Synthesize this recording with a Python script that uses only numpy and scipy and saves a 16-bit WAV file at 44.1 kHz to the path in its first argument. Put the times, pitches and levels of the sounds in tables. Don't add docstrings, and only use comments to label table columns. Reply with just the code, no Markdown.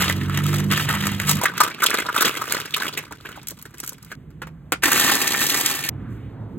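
import sys
import numpy as np
from scipy import signal
from scipy.fft import rfft, irfft
from scipy.io import wavfile
from scipy.ndimage import uniform_filter1d

SR = 44100
rng = np.random.default_rng(int(sys.argv[2]) if len(sys.argv) > 2 else 0)


def wav_record(signal):
    frames = np.transpose(np.atleast_2d(signal))
    bounded = np.clip(frames, -1, 1)
    quanta = np.round(bounded * 32767).astype(np.int16)
    wavfile.write(sys.argv[1], SR, quanta)


N = 290178

# start in seconds, rumble level in dB, drone pitch in Hz,
# drone level in dB over the rumble, deep bass level in dB over the rumble.
SHOTS = [(0, -30.5, 103, -21, -13.5), (1.412, -47.5, 153, -2.5, -24), (3.05, -50, 138.3, -3.5, -5),
         (4.155, -45.5, 153, 1.5, -1.5), (4.822, -44.5, 142, -2.5, -33.5), (5.896, -36.5, 105.3, 0.5, -6)]


def undb(db):
    return 10 ** (np.asarray(db) / 20)


def unit(x):
    return x / np.sqrt(np.mean(x ** 2))


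def ring(x, hz, width_hz):
    return signal.lfilter(*signal.iirpeak(min(hz, .45 * SR), hz / width_hz, SR), x)


def band(x, low_hz, high_hz):
    return signal.sosfilt(signal.butter(2, [low_hz, high_hz], "bandpass", fs=SR, output="sos"), x)


def walk(rate):
    k = int(SR / rate)
    steps = np.repeat(rng.standard_normal(N // k + 1), k)
    return 1.2 * uniform_filter1d(steps, k)[:N]


def shot(k):
    edges = [row[0] for row in SHOTS] + [N / SR + 1]
    t = np.arange(N) / SR
    is_open = (t >= edges[k]) & (t < edges[k + 1])
    return uniform_filter1d(1. * is_open, size=200)


def swell_db(start_s, hold_s, db, rise_db_s, fall_db_s):
    t = np.arange(N) / SR
    before_s = np.maximum(start_s - t, 0)
    after_s = np.maximum(t - start_s - hold_s, 0)
    return db - rise_db_s * before_s - fall_db_s * after_s


def knocks(rows, length_s, thud_db, sharp, swell=1.2, crack_share=.6, grit_db=3):
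    body, crack, t = np.zeros(N), np.zeros(N), np.arange(4000) / SR
    lengths_s, thuds_db, _ = np.broadcast_arrays(length_s, thud_db, np.zeros(len(rows)))
    for (s, db, hz, crack_db), tau, low_db in zip(rows, lengths_s, thuds_db):
        tone_noise, crack_noise, thud_noise, chance = rng.standard_normal((4, len(t)))
        x = t / max(tau, .0005)
        grit = uniform_filter1d(np.repeat(chance[:50], 80), size=40)
        fade = x ** swell * np.exp(-x) * undb(grit_db * grit)
        fade = fade / fade.max()

        tone = unit(ring(ring(tone_noise, hz, hz / sharp), hz, hz))
        thud = undb(low_db) * unit(ring(thud_noise, 320, 210))
        bright_hz = np.clip(8500 + 3000 * chance[-1], 4000, 15000)
        bright = unit(ring(crack_noise, bright_hz, 15000))

        i = int(s * SR)
        n = min(len(t), N - i)
        body[i:i + n] += (undb(db - 6.5) * fade * (tone + thud))[:n]
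        crack[i:i + n] += (undb(db + crack_db) * fade ** (1 / crack_share) * bright)[:n]
    return body, crack


def vessel(spells, rise_db_s, fall_db_s, floor_db, shots, blows, length_s, thud_db, modes, rate, over_db,
           smooth_db, ring_db, sharp):
    each_db = np.array([swell_db(s, hold, db, rise_db_s, fall_db_s) for s, hold, db, _ in spells])
    level_db = np.maximum(each_db.max(axis=0), floor_db)
    loudest = each_db.argmax(axis=0)
    treble_db = uniform_filter1d(np.array(spells, float)[loudest, -1], size=2000)

    start, end = SHOTS[shots[0]][0], SHOTS[shots[-1] + 1][0]
    when, size, pitch, colour, length = rng.random((int(rate * (end - start)), 5)).T
    s = start + (end - start) * when
    i = (s * SR).astype(int)
    size_db = level_db[i] + over_db - 3.5 * np.log(1 - .9 * size)
    crack_db = treble_db[i] + 14 * (colour - .5) + 2
    small = np.transpose([s, size_db, 900 * 5 ** pitch, crack_db])
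    large_hits = knocks(blows, length_s, thud_db, sharp)
    small_hits = knocks(small, 0.00025 + 0.0033 * length, -5.5, sharp)
    body, crack = np.add(large_hits, small_hits)

    rub = sum(shot(j) for j in shots) * undb(level_db + smooth_db)
    body = body + rub * undb(2.8 * walk(40)) * unit(band(rng.standard_normal(N), 930, 3200))
    crack = crack + rub * undb(treble_db + 7.0 + 3.0 * walk(60)) * rng.standard_normal(N)
    rung = sum(undb(db) * ring(body, hz, width) for hz, width, db in modes)
    return undb(-4) * body + undb(ring_db) * rung + band(crack, 2300, 19000)


def stirring():
    # start in seconds, hold in seconds, relative level in dB,
    # treble level in dB over it.
    spells = [(0, 0.08, -24.5, -7.5), (.21, 0.03, -37, -10.5), (.31, 0.072, -31, -10),
              (.43, 0.16, -33, -6.5), (.712, 0.08, -23.5, -9), (.88, 0.047, -23, -12),
              (1.0, 0.087, -28, -10), (1.2, 0.036, -31.5, -10), (1.28, 0.0067, -22.5, -0.5),
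              (1.37, 0.017, -32.5, -14.5)]
    # start in seconds, relative level in dB, centre in Hz, crack level in dB over it.
    blows = [(0.08, -9.5, 3240, -20), (0.097, -8.5, 1730, -11.5), (0.213, -25, 2070, -24),
             (0.296, -20.5, 1300, -9), (0.373, -16, 1250, 0.5), (0.464, -23.5, 3080, 3),
             (0.54, -21, 1210, -8), (0.604, -19, 1090, -34), (0.721, -9.5, 1370, -9),
             (0.775, -13.5, 1940, -5), (1.067, -16.5, 1120, 1.5), (1.198, -13, 2000, -5.5),
             (1.279, -18, 1410, -6), (1.368, -19.5, 1700, -3)]
    # pitch in Hz, width in Hz, relative level in dB.
    modes = [(1270, 124, 6), (1860, 700, 3), (3000, 730, 3)]
    return vessel(spells, rise_db_s=820, fall_db_s=156, floor_db=-48, shots=[0], blows=blows, length_s=0.0016,
                  thud_db=-4.5, modes=modes, rate=230, over_db=1.0, smooth_db=-7.0, ring_db=-4.5, sharp=1.5)


def tipping():
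    # start in seconds, hold in seconds, relative level in dB,
    # treble level in dB over it.
    spells = [(1.42, 0.01, -24.5, -21.5), (1.6, 0.033, -24.5, -18.5), (1.84, 0.12, -22, -20),
              (2.17, 0.1, -18.5, -16), (2.4, .04, -27.5, -12), (2.53, 0.026, -22.5, -13.5),
              (2.76, 0.096, -27, -16.5), (2.97, 0.02, -35.5, -16.5), (3.26, 0.056, -37, -16.5),
              (3.48, .03, -48, -6.5), (3.8, 0.072, -44.5, -12), (4.1, .05, -43.5, -13)]
    # start in seconds, relative level in dB, centre in Hz, crack level in dB over it.
    landings = [(1.411, -13, 990, -11), (1.433, -7.5, 750, -8.5), (1.454, 0, 1630, -19),
                (1.577, -10.5, 1580, -8), (1.602, 1.5, 1090, -10), (1.63, -13.5, 1230, -1),
                (1.675, -16, 1240, -10.5), (1.819, -9, 1590, -11.5), (1.832, -6.5, 1410, -3),
                (1.86, -2, 3240, -5.5), (1.901, -14, 1330, -3), (1.937, -14, 1470, -5.5),
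                (1.982, -9, 1930, -15.5), (1.995, -15.5, 1870, -7), (2.087, -9, 1180, -29),
                (2.16, -4.5, 1170, -10), (2.175, -7.5, 1190, -14.5), (2.205, -12, 1510, 1.5),
                (2.218, -5.5, 1330, -4.5), (2.251, -12.5, 1300, -1.5), (2.277, -7, 2300, -11),
                (2.413, -12.5, 1160, -12.5), (2.518, -7.5, 1680, -2), (2.582, -17.5, 1100, -24),
                (2.738, -1.5, 2920, -15.5), (2.762, -16.5, 1230, -4.5), (2.818, -13, 1620, -11),
                (2.879, -15, 2980, -9), (2.972, -12.5, 2450, -9.5), (2.988, -19, 2180, -24),
                (3.108, -26.5, 860, -17), (3.12, -20, 1500, -11), (3.252, -19.5, 1930, -30),
                (3.288, -27.5, 1370, -11), (3.373, -28.5, 770, -34), (3.511, -29, 700, -10),
                (3.653, -30, 1520, -11), (3.738, -35.5, 1680, -5), (3.83, -25, 1280, -5),
                (3.919, -35, 1020, -7), (4.116, -18.5, 1630, -14)]
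    # pitch in Hz, width in Hz, relative level in dB.
    modes = [(450, 90, -5), (1230, 130, 0), (1500, 45, 3), (2000, 70, -1), (2620, 100, 0), (3370, 80, -4)]
    _, level_db, centre_hz, _ = np.transpose(landings)
    thud_db = -21 - 0.65 * level_db
    length_s = 0.0039 * (1300 / centre_hz) ** 0.13
    return vessel(spells, rise_db_s=180, fall_db_s=90, floor_db=-51.5, shots=[1, 2], blows=landings,
                  length_s=length_s, thud_db=thud_db, modes=modes, rate=110, over_db=5.5, smooth_db=-9.5,
                  ring_db=-5.5, sharp=3.2)


def ticks():
    # start in seconds, relative level in dB.
    tick_rows = [(2.9874, -16), (3.2884, -38), (3.4298, -32), (3.471, -17), (3.4841, -12), (3.5067, -17),
                 (3.6244, -23), (3.7818, -25), (3.8006, -13.5), (3.8458, -21), (3.8623, -22), (3.8751, -13),
                 (3.8924, -13.5), (3.9305, -27), (4.027, -29.5), (4.0472, -30)]
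    out, t = np.zeros(N), np.arange(600) / SR
    fade = (1 - np.exp(-t / 0.00054)) * np.exp(-t / 0.0032)
    for s, db in tick_rows:
        noise = rng.standard_normal(len(t) + 1)
        colour_hz = np.clip(11000 + 2000 * noise[0], 6000, 15000)
        i = int(s * SR)
        out[i:i + len(t)] += undb(db - 4.5) * fade * unit(ring(noise[1:], colour_hz, 10400))
    return out


def saucer():
    # start in seconds, relative level in dB, centre in Hz, crack level in dB over it.
    blows = [(4.304, -47, 1085, -6), (4.418, -22, 1280, -15), (4.47, -32.5, 1010, -10.5),
             (4.721, -7.5, 1454, -5)]
    # pitch in Hz, width in Hz, relative level in dB.
    modes = [(511, 90, -8), (1400, 300, 0), (2331, 400, -3)]
    body, crack = knocks(blows, length_s=0.009, thud_db=-3, sharp=0.44, swell=0.18)
    rung = sum(undb(db) * ring(body, hz, width) for hz, width, db in modes)
    return undb(-3) * body + rung + band(crack, 2000, 19000)


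def grinding():
    # start in seconds, hold in seconds, relative level in dB,
    # treble level in dB over it.
    spells = [(4.84, .03, -25.5, -10), (4.915, 0.13, -24.5, -7), (5.27, 0.27, -29.5, -4.5)]
    # start in seconds, relative level in dB, centre in Hz, crack level in dB over it.
    blows = [(4.832, -1, 1630, -8), (4.853, -5, 1840, -7), (4.913, -5, 1390, -4), (4.926, -12, 1310, 4),
             (4.947, -29, 1820, -10), (4.995, -14.5, 1231, 2.5), (5.092, -6, 1465, -18),
             (5.114, -8.5, 1273, -4), (5.218, -12, 2030, -4), (5.272, -14.5, 1740, 3.5),
             (5.342, -9.5, 1780, -20), (5.413, -8, 1846, -7), (5.495, -10.5, 3030, -1),
             (5.541, -9, 1650, -4.5), (5.658, -16, 2200, 6.5), (5.837, -12.5, 2340, -7),
             (5.885, -16.5, 1870, 3)]
    # pitch in Hz, width in Hz, relative level in dB.
    modes = [(269, 110, 4), (816, 41, 7.5), (1160, 74, 0), (1936, 100, -2), (2920, 1500, -3)]
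    return vessel(spells, rise_db_s=460, fall_db_s=21.7, floor_db=-40, shots=[4], blows=blows, length_s=0.0037,
                  thud_db=-13.0, modes=modes, rate=390, over_db=5.0, smooth_db=-0.5, ring_db=-8.5, sharp=1.48)


def motor():
    whine_hz, width_hz, whine_db = 1790, 110, -37
    whine = ring(ring(rng.standard_normal(N), whine_hz, width_hz), whine_hz, width_hz)
    return undb(3 * walk(14)) * undb(whine_db) * unit(whine)


def engine():
    # time in seconds, levels of the 2nd, 3rd and 4th partial in dB.
    partial_levels = [(0, -30.5, -40, -29), (.2, -27.5, -29, -32.5), (.5, -28, -20.5, -32.5),
                      (.72, -32, -26, -24), (.85, -49, -29, -44.5), (1.03, -32.5, -35, -25.5),
                      (1.18, -39, -43, -32.5), (1.29, -39, -24.5, -31), (1.41, -34, -32, -33)]
    # multiple of the firing rate, level in dB over the mean of the strong three.
    upper_partials = [(5, -15.5), (6, -15), (7, -12.5), (9, -19.5)]
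    t = np.arange(N) / SR
    s, *columns = np.transpose(partial_levels)
    main_db = [np.interp(t, s, c) for c in columns]
    start_hz, end_hz, climb_s = 46.05, 49.7, .4
    hz = end_hz - (end_hz - start_hz) * np.exp(-(t / climb_s) ** 2)
    turn = 2 * np.pi * np.cumsum(hz * (1 + 0.0066 * walk(25))) / SR

    out = np.zeros(N)
    for k, db in enumerate(main_db):
        out += undb(db + 0.52 * walk(30)) * np.sin((k + 2) * turn + 1.2 * k * k)
    mean_db = np.mean(main_db, axis=0)
    for multiple, db in upper_partials:
        out += undb(mean_db + db + 2.5 * walk(15)) * np.sin(multiple * turn + 6 * rng.random())
    return np.sqrt(2) * shot(0) * out


def flour():
    slide_db = swell_db(6.11, 0, -60.5, rise_db_s=500, fall_db_s=130) + 2.7 * walk(50)
    air_db = -73 + 1.5 * walk(20)
    return (undb(slide_db) + undb(air_db)) * band(rng.standard_normal(N), 3000, 17000)


def street():
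    # frequency in Hz, relative level in dB.
    spectrum = [(30, -34), (60, -17), (108, -4.5), (160, -6.5), (300, -12), (560, -26.5), (1600, -32.5),
                (3700, -47), (8000, -74.5)]
    hz, db = np.transpose(spectrum)
    f = np.fft.rfftfreq(N, 1 / SR) + 1
    shape = undb(np.interp(np.log(f), np.log(hz), db))
    rumble = 0
    for centre in 45 * 2. ** np.arange(9):
        share = np.cos(np.pi / 2 * np.clip(np.log2(f / centre), -1, 1))
        octave = irfft(rfft(rng.standard_normal(N)) * shape * share, N)
        rumble = rumble + undb(2.6 * walk(6)) * octave
    rumble = unit(rumble)

    noise, out = rng.standard_normal(N), 0
    deep = unit(band(noise, 48, 80))
    for k, (_, level_db, drone_hz, drone_db, deep_db) in enumerate(SHOTS):
        drone = unit(ring(ring(noise, drone_hz, 33), drone_hz, 33))
        mix = rumble + undb(drone_db) * drone + undb(deep_db) * deep
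        out = out + shot(k) * undb(level_db) * mix
    return out


def ports(x):
    # frequency in Hz, left minus right in dB.
    level_rows = [(60, 0), (200, -4), (380, -6.5), (800, 0), (2400, -2), (4000, 0.)]
    # frequency in Hz, lead of the left in radians.
    phase_rows = [(0, 0), (400, .3), (780, 1.3), (1380, -.3), (2670, 1.2), (3790, 1.2), (5200, 3.14),
                  (14500, 15.7), (17000, 18.5)]
    f = np.fft.rfftfreq(N, 1 / SR)
    hz, db = np.transpose(level_rows)
    level_db = np.interp(np.log(f + 1), np.log(hz), db)
    phase = np.interp(f, *np.transpose(phase_rows))
    half = undb(level_db / 2) * np.exp(.5j * phase)
    return irfft(rfft(x) * np.array([half, 1 / half]), N)


def heard(near):
    t60_s, room_db = 0.12, -13
    t = np.arange(8000) / SR
    room = []
    for _ in range(2):
        tail = band(rng.standard_normal(len(t)), 680, 7200) * 1000 ** (-t / t60_s)
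        room.append(signal.fftconvolve(near, tail / np.sqrt(np.sum(tail ** 2)))[:N])
    return ports(near) + undb(room_db) * np.array(room)


def scene():
    near = heard(stirring()) * shot(0)
    near = near + heard(tipping() + ticks()) * (shot(1) + shot(2))
    near = near + heard(saucer()) * shot(3)
    near = near + heard(grinding() + motor()) * shot(4)
    return near + ports(engine() + street() + flour())


def record(dry):
    low_cut = signal.butter(2, 38, "highpass", fs=SR, output="sos")
    top_cut = signal.ellip(12, .2, 80, 15850, fs=SR, output="sos")
    dry = signal.sosfilt(low_cut, dry)
    rounded = 1.3 * np.tanh(dry / 1.3)
    return signal.sosfilt(top_cut, rounded)


dry = scene()
out = record(dry)
wav_record(out)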